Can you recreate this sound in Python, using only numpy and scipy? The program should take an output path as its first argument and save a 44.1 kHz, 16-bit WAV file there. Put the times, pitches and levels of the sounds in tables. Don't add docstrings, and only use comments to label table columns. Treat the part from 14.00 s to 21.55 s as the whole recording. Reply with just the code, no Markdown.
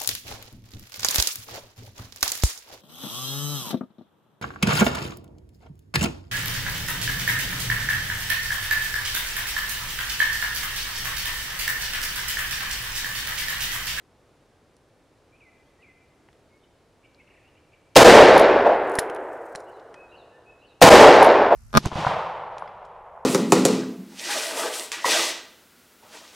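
import sys
import numpy as np
from scipy import signal
from scipy.fft import rfft, irfft, next_fast_len
from scipy.io import wavfile

SR = 44100
rng = np.random.default_rng(int(sys.argv[2]) if len(sys.argv) > 2 else 0)


def unload_wav(signal):
    wavfile.write(
        sys.argv[1],
        SR,
        np.round(np.clip(np.atleast_2d(signal).T, -1, 1) * 32767).astype(np.int16),
    )


N = 332955
TIME = np.arange(N) / SR

# (frequency [Hz], side minus mid [dB])
SOUND_WIDTH = [(100, -30.5), (350, -43), (700, -28.5), (1400, -20), (2800, -14.5), (6000, -14.5),
               (14000, -16)]

# (time into the phrase [s], length [s], first pitch [Hz], last pitch [Hz],
# level [dB], rasp [0-1], how early the pitch settles [no unit]); each call scales pitch and level
SLUR = [(0, 0.0444, 3220, 2430, 1.5, 0.1, 9), (0.043, 0.06, 2330, 2070, -0.5, 0.01, 3.8)]
WHISTLE = [(0, 0.074, 2460, 2535, 0.0051, 0.024, 3)]
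RISE = [(0, 0.05, 2250, 2560, 0.002, 0.1, 1.2)]
WARBLE = [(0, 0.04, 3720, 4110, -13, 0.08, 1.5), (0.024, 0.054, 2626, 2920, 0.5, 0.15, 2),
          (0.075, 0.07, 4590, 3705, -8, 0.12, 2)]
CHIP = [(0, 0.035, 2260, 3250, -5, 0.15, 0.3), (0.015, 0.02, 2350, 2320, 0.5, 0.15, 1.5)]
CHATTER = [(0, 0.028, 2756, 1990, 0.0056, 0.4, 1.2), (0.031, 0.028, 2763, 1987, 0, 0.4, 1.2)]


def undb(db):
    return 10 ** (np.asarray(db) / 20)


def unit(x):
    return x / np.sqrt(np.mean(x ** 2))


def at_hz(table, hz):
    points, values = np.transpose(table)
    return np.interp(np.log(np.maximum(hz, 1)), np.log(points), values)


def resonance(hz, centre_hz, width_hz):
    return 1j * hz * width_hz / (centre_hz ** 2 - hz ** 2 + 1j * hz * width_hz)


def noise(colour, size, width=SOUND_WIDTH, side_db=0):
    padded = next_fast_len(size)
    hz = np.fft.rfftfreq(padded, 1 / SR)
    mid, side = rfft(rng.standard_normal((2, padded)))
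    side = side * undb(at_hz(width, hz) + side_db)
    left_right = np.array([mid + side, mid - side])
    return unit(irfft(left_right * colour(hz), padded)[:, :size])


def walk(rate, size):
    return np.interp(TIME[:size] * rate, np.arange(8192), rng.standard_normal(8192))


def add(out, sound, start):
    i = max(int(start * SR), 0)
    out[:, i:i + sound.shape[1]] += sound[:, :max(N - i, 0)]


def air(level_db=-60, drift_db=0.7, drift_rate=3):
    # (frequency [Hz], relative level [dB per Hz])
    hush_colour = [(15, -37.5), (25, -11.5), (114, -6), (200, -13), (293, -8), (317, -9), (489, -9.5),
                   (659, -12.5), (714, -14), (988, -18), (2690, -27), (3820, -29.5), (9840, -37.5),
                   (16000, -53)]
    # (frequency [Hz], side minus mid [dB])
    hush_width = [(60, -19.5), (200, -12), (500, -18.5), (1300, -10), (4400, -9.5), (15000, -5)]
    drifting_db = level_db + drift_db * walk(drift_rate, N)
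    hush = noise(lambda hz: undb(at_hz(hush_colour, hz)), N, width=hush_width)
    return hush * undb(drifting_db)


def rattles(count=3, gap_s=0.0175, loss_db=3, decay_s=0.0042, top_hz=15000, frame_db=-13.5):
    # (time [s], steel level [dB])
    first_knocks = [(4.378, -23.5), (7.227, -24)]
    knocks = []
    for start, db in first_knocks:
        for k in range(count):
            steel_db = db - loss_db * k * k
            knocks.append((start + k * gap_s, steel_db, steel_db + frame_db, decay_s, top_hz))
    return knocks


def action(ring_db=-30, ring_s=0.032, thud_db=-5, thud_s=0.0017, side_db=-10.5):
    # (time [s], steel level before fading [dB], frame level before fading [dB],
    # decay [s], top of the contact's spectrum [Hz])
    clicks = [(0.7663, -57, -79, 0.002, 11000), (2.287, -75, -48, 0.0027, 4200),
              (2.3292, -61, -50.5, 0.002, 9000), (3.1465, -53, -64, 0.0016, 5500),
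              (4.8966, -42, -65, 0.002, 12000), (4.917, -48, -62, 0.003, 12500),
              (4.9536, -29.5, -48, 0.0023, 13000), (4.987, -23, -11, 0.0015, 13000),
              (4.9901, -18.5, -26, 0.0042, 14300), (5.098, -45, -31, 0.003, 11400),
              (5.1476, -46, -57, 0.003, 13000), (5.162, -52, -37, 0.003, 13000),
              (5.5508, -40, -28.5, 0.0021, 9500), (5.557, -28.5, -34, 0.0018, 9700),
              (5.603, -52, -68, 0.004, 10020), (5.7965, -58, -51, 0.0041, 7000),
              (5.9418, -56, -41, 0.0047, 9500)]
    # (centre [Hz], width before squaring [Hz], relative level [dB])
    steel_modes = [(4050, 960, -1.5), (5390, 1700, -2), (7160, 370, -3.5), (9700, 2000, 2),
                   (10800, 700, -6.5), (12100, 600, -5)]
    # (centre [Hz], width before squaring [Hz], relative level [dB])
    frame_modes = [(800, 1000, -0.5), (1780, 360, -1), (3100, 1200, -10), (5070, 900, -23.5)]
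    out, t = np.zeros((2, N)), TIME[:8192]
    for start, steel_db, frame_db, decay, top_hz in clicks + rattles():
        onset = 1 - np.exp(-t / 0.0002)
        fade = (np.exp(-t / decay) + undb(ring_db) * np.exp(-t / ring_s)) * onset
        for modes, db in ((steel_modes, steel_db), (frame_modes, frame_db)):
            def colour(hz):
                body = sum(undb(g) * abs(resonance(hz, f, w)) ** 2 for f, w, g in modes)
                return body / (1 + (hz / top_hz) ** 10)

            click = noise(colour, len(t), side_db=side_db)
            add(out, click * fade * undb(db), start)
        thud = np.sin(2 * t / thud_s) * np.exp(-t / thud_s)
        add(out, np.array([thud, thud]) * undb(frame_db + thud_db), start)
    return out


def notes():
    # (time [s], phrase, pitch ratio, level added to the notes [dB])
    bird_calls = [(1.321, RISE, 0.99, -65), (1.402, SLUR, 0.97, -61), (1.648, RISE, 1.34, -78),
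                  (1.783, RISE, 0.81, -67), (1.82, SLUR, 0.98, -60), (2.503, WHISTLE, 0.868, -71.5),
                  (2.618, CHIP, 1.27, -70), (3.03, CHIP, 0.97, -61), (3.182, CHIP, 0.91, -59),
                  (3.268, CHATTER, 1.0, -64), (3.333, CHATTER, 0.92, -64), (3.395, CHATTER, 1.0, -68.5),
                  (3.445, RISE, 1.13, -67), (3.553, CHIP, 1.0, -66.5), (3.716, CHIP, 0.95, -62.5),
                  (5.64, WARBLE, 1.02, -66), (5.956, WHISTLE, 1.01, -56.5), (6.09, WARBLE, 0.98, -58),
                  (6.32, WHISTLE, 0.7, -63), (6.46, WHISTLE, 1.02, -59), (6.59, WARBLE, 0.99, -62)]
    sung = []
    for start, phrase, pitch, db in bird_calls:
        for delay, length, first_hz, last_hz, note_db, rasp, settling in phrase:
            sung.append((start + delay, length, pitch * first_hz, pitch * last_hz,
                         db + note_db, rasp, settling))
    return sung


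def birds(wet_db=-2.0, wood_t60=1.3, rasp_depth=0.25, trill_hz=28, side_db=5.5):
    out = np.zeros((2, N))
    for start, length, first_hz, last_hz, db, rasp, settling in notes():
        u = np.linspace(0, 1, int(length * SR))
        shake = np.sin(2 * np.pi * trill_hz * length * u) + walk(920, len(u))
        slide = np.expm1(-settling * u) / np.expm1(-settling)
        hz = (first_hz + (last_hz - first_hz) * slide) * (1 + rasp * rasp_depth * shake)
        whistle = np.sin(2 * np.pi * np.cumsum(hz) / SR)
        song = unit(whistle * np.sqrt(u * (1 - u)))
        add(out, undb(db) * np.array([song, song]), start)
    trees = noise(np.ones_like, size=32768, side_db=side_db)
    trees = trees * np.exp(-np.log(1000) * TIME[:trees.shape[1]] / wood_t60)
    trees = trees / np.linalg.norm(trees[0])
    return out + undb(wet_db) * signal.fftconvolve(out, trees, axes=1)[:, :N]


def roll_strength(t):
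    ground_db, ground_hold_s, ground_decay_s = -1.5, 0.068, 0.006
    wood_delay_s, wood_attack_s, wood_hold_s = 0.081, 0.0025, 0.14
    wood_db, wood_fall_db_per_s = -0.5, 27
    slopes_db, slopes_fall_db_per_s = -17.5, 14
    ground = undb(ground_db) * np.exp(-np.maximum(t - ground_hold_s, 0) / ground_decay_s)
    reached = .5 + .5 * np.tanh((t - wood_delay_s) / wood_attack_s / 2)
    fading = np.maximum(t - wood_delay_s - wood_hold_s, 0)
    wood = undb(wood_db - wood_fall_db_per_s * fading)
    slopes = undb(slopes_db - slopes_fall_db_per_s * fading)
    return np.hypot(ground, reached * np.hypot(wood, slopes))


def scatter(patch_rate=350, patch_db=1.6, size=160000, echo_width=0.45):
    # (frequency [Hz], relative level [dB per Hz])
    roll_colour = [(30, -24.5), (80, -18), (150, -13), (225, -8.5), (340, -5), (480, 0), (700, -3),
                   (900, -6), (1200, -12.5), (1750, -11.5), (2600, -15.5), (5000, -18.5), (9000, -22.5),
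                   (15000, -33.5)]
    # (frequency [Hz], loss [dB per s])
    path_loss = [(50, 9.5), (170, 19), (330, 1), (600, 1), (1500, 0.5), (2500, 10), (5000, 30.5),
                 (9000, 63), (15000, 89.5)]
    # (time after the blast [s], level against the shot [dB],
    # spread of the bell-shaped swell [s], centre [Hz])
    echoes = [(0.106, -4, 0.012, 561.6), (0.217, -4, 0.0049, 680), (0.268, -6, 0.0094, 640),
              (0.406, -9, 0.0093, 638.5), (0.451, -12, 0.0084, 700), (0.545, -16, 0.015, 520),
              (0.706, -7.5, 0.008, 609), (0.744, -14.5, 0.041, 634)]
    t = TIME[:size]
    bunching = undb(patch_db * walk(patch_rate, size))
    trunks = unit(noise(lambda hz: undb(at_hz(roll_colour, hz)), size) * bunching)
    hz, delay, frames = signal.stft(trunks, SR, nperseg=1024)
    darkening = undb(-np.outer(at_hz(path_loss, hz), delay))
    roll = signal.istft(frames * darkening, SR)[1][:, :size]
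    roll = roll * roll_strength(t)
    for delay, db, length, centre_hz in echoes:
        echo = noise(lambda hz: resonance(hz, centre_hz, echo_width * centre_hz) ** 2, size=8192)
        middle = t[echo.shape[1] // 2]
        swell = np.exp(-.5 * ((t[:echo.shape[1]] - middle) / length) ** 2)
        echo = echo * swell * np.sqrt(np.mean(swell ** 2) / np.mean((echo * swell) ** 2))
        add(roll, undb(db) * echo, delay - middle)
    return roll


def shots(changing=0.39, bark_hz=890, bark_octaves=0.45):
    # (time [s], level [dB], treble tilt above 600 Hz [dB per octave], bark of the roll [dB])
    blasts = [(3.964, -3, -1.03, 0.1), (6.8221, -4, -0.76, 3.5)]
    # (time after the blast [s], level against the shot [dB], hold [s], decay [s], centre [Hz],
    # width before squaring [Hz])
    discharge = [(-0.013, -35.5, 0.0046, 0.002, 3280, 4605), (-0.0075, -15, 0.0085, 0.002, 2630, 5210),
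                 (-0.0058, -4, 0.013, 0.0026, 654, 604), (0.0, -6.5, 0.0014, 0.0006, 6350, 7000),
                 (0.0, -3.5, 0.009, 0.003, 3000, 4800), (0.0, -18, 0.03, 0.01, 179.3, 220),
                 (0.0, -26, 0.029, 0.019, 3630, 6000)]
    out, standing = np.zeros((2, N)), scatter()
    for start, db, tilt_db, bark_db in blasts:
        roll = (standing + changing * scatter()) / np.hypot(1, changing)
        hz = np.maximum(np.fft.rfftfreq(roll.shape[1], 1 / SR), 1)
        octaves = np.log2(np.maximum(hz / 600, 1))
        bark = np.exp(-.5 * (np.log2(hz / bark_hz) / bark_octaves) ** 2)
        tone = undb(db + tilt_db * octaves + bark_db * bark)
        add(out, irfft(rfft(roll) * tone), start)
        for delay, part_db, hold, decay, centre_hz, width_hz in discharge:
            burst = noise(lambda hz: resonance(hz, centre_hz, width_hz) ** 2, size=8192)
            fade = np.exp(-np.maximum(TIME[:burst.shape[1]] - hold, 0) / decay)
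            add(out, burst * fade * undb(db + part_db), start + delay)
    return out


def sleeves(centre_hz=8000, width_hz=7000, grain_db=4.5, grain_rate=120):
    # (time of the peak [s], spread of the bell-shaped swell [s],
    # peak level before the grain [dB])
    brushes = [(4.618, 0.09, -75), (4.95, 0.1, -69), (5.346, 0.3, -72.5)]
    hiss = noise(lambda hz: resonance(hz, centre_hz, width_hz) ** 2, N)
    rubbing = sum(undb(db) * np.exp(-.5 * ((TIME - peak) / length) ** 2) for peak, length, db in brushes)
    return hiss * rubbing * undb(grain_db * walk(grain_rate, N))


def scene():
    return shots() + action() + sleeves() + birds() + air()


def record(dry, ceiling=.984, top_hz=15800):
    clipped = np.clip(dry, -ceiling, ceiling)
    low_pass = signal.ellip(10, .1, 60, top_hz, fs=SR, output="sos")
    return signal.sosfilt(low_pass, clipped)


dry = scene()
out = record(dry)
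unload_wav(out)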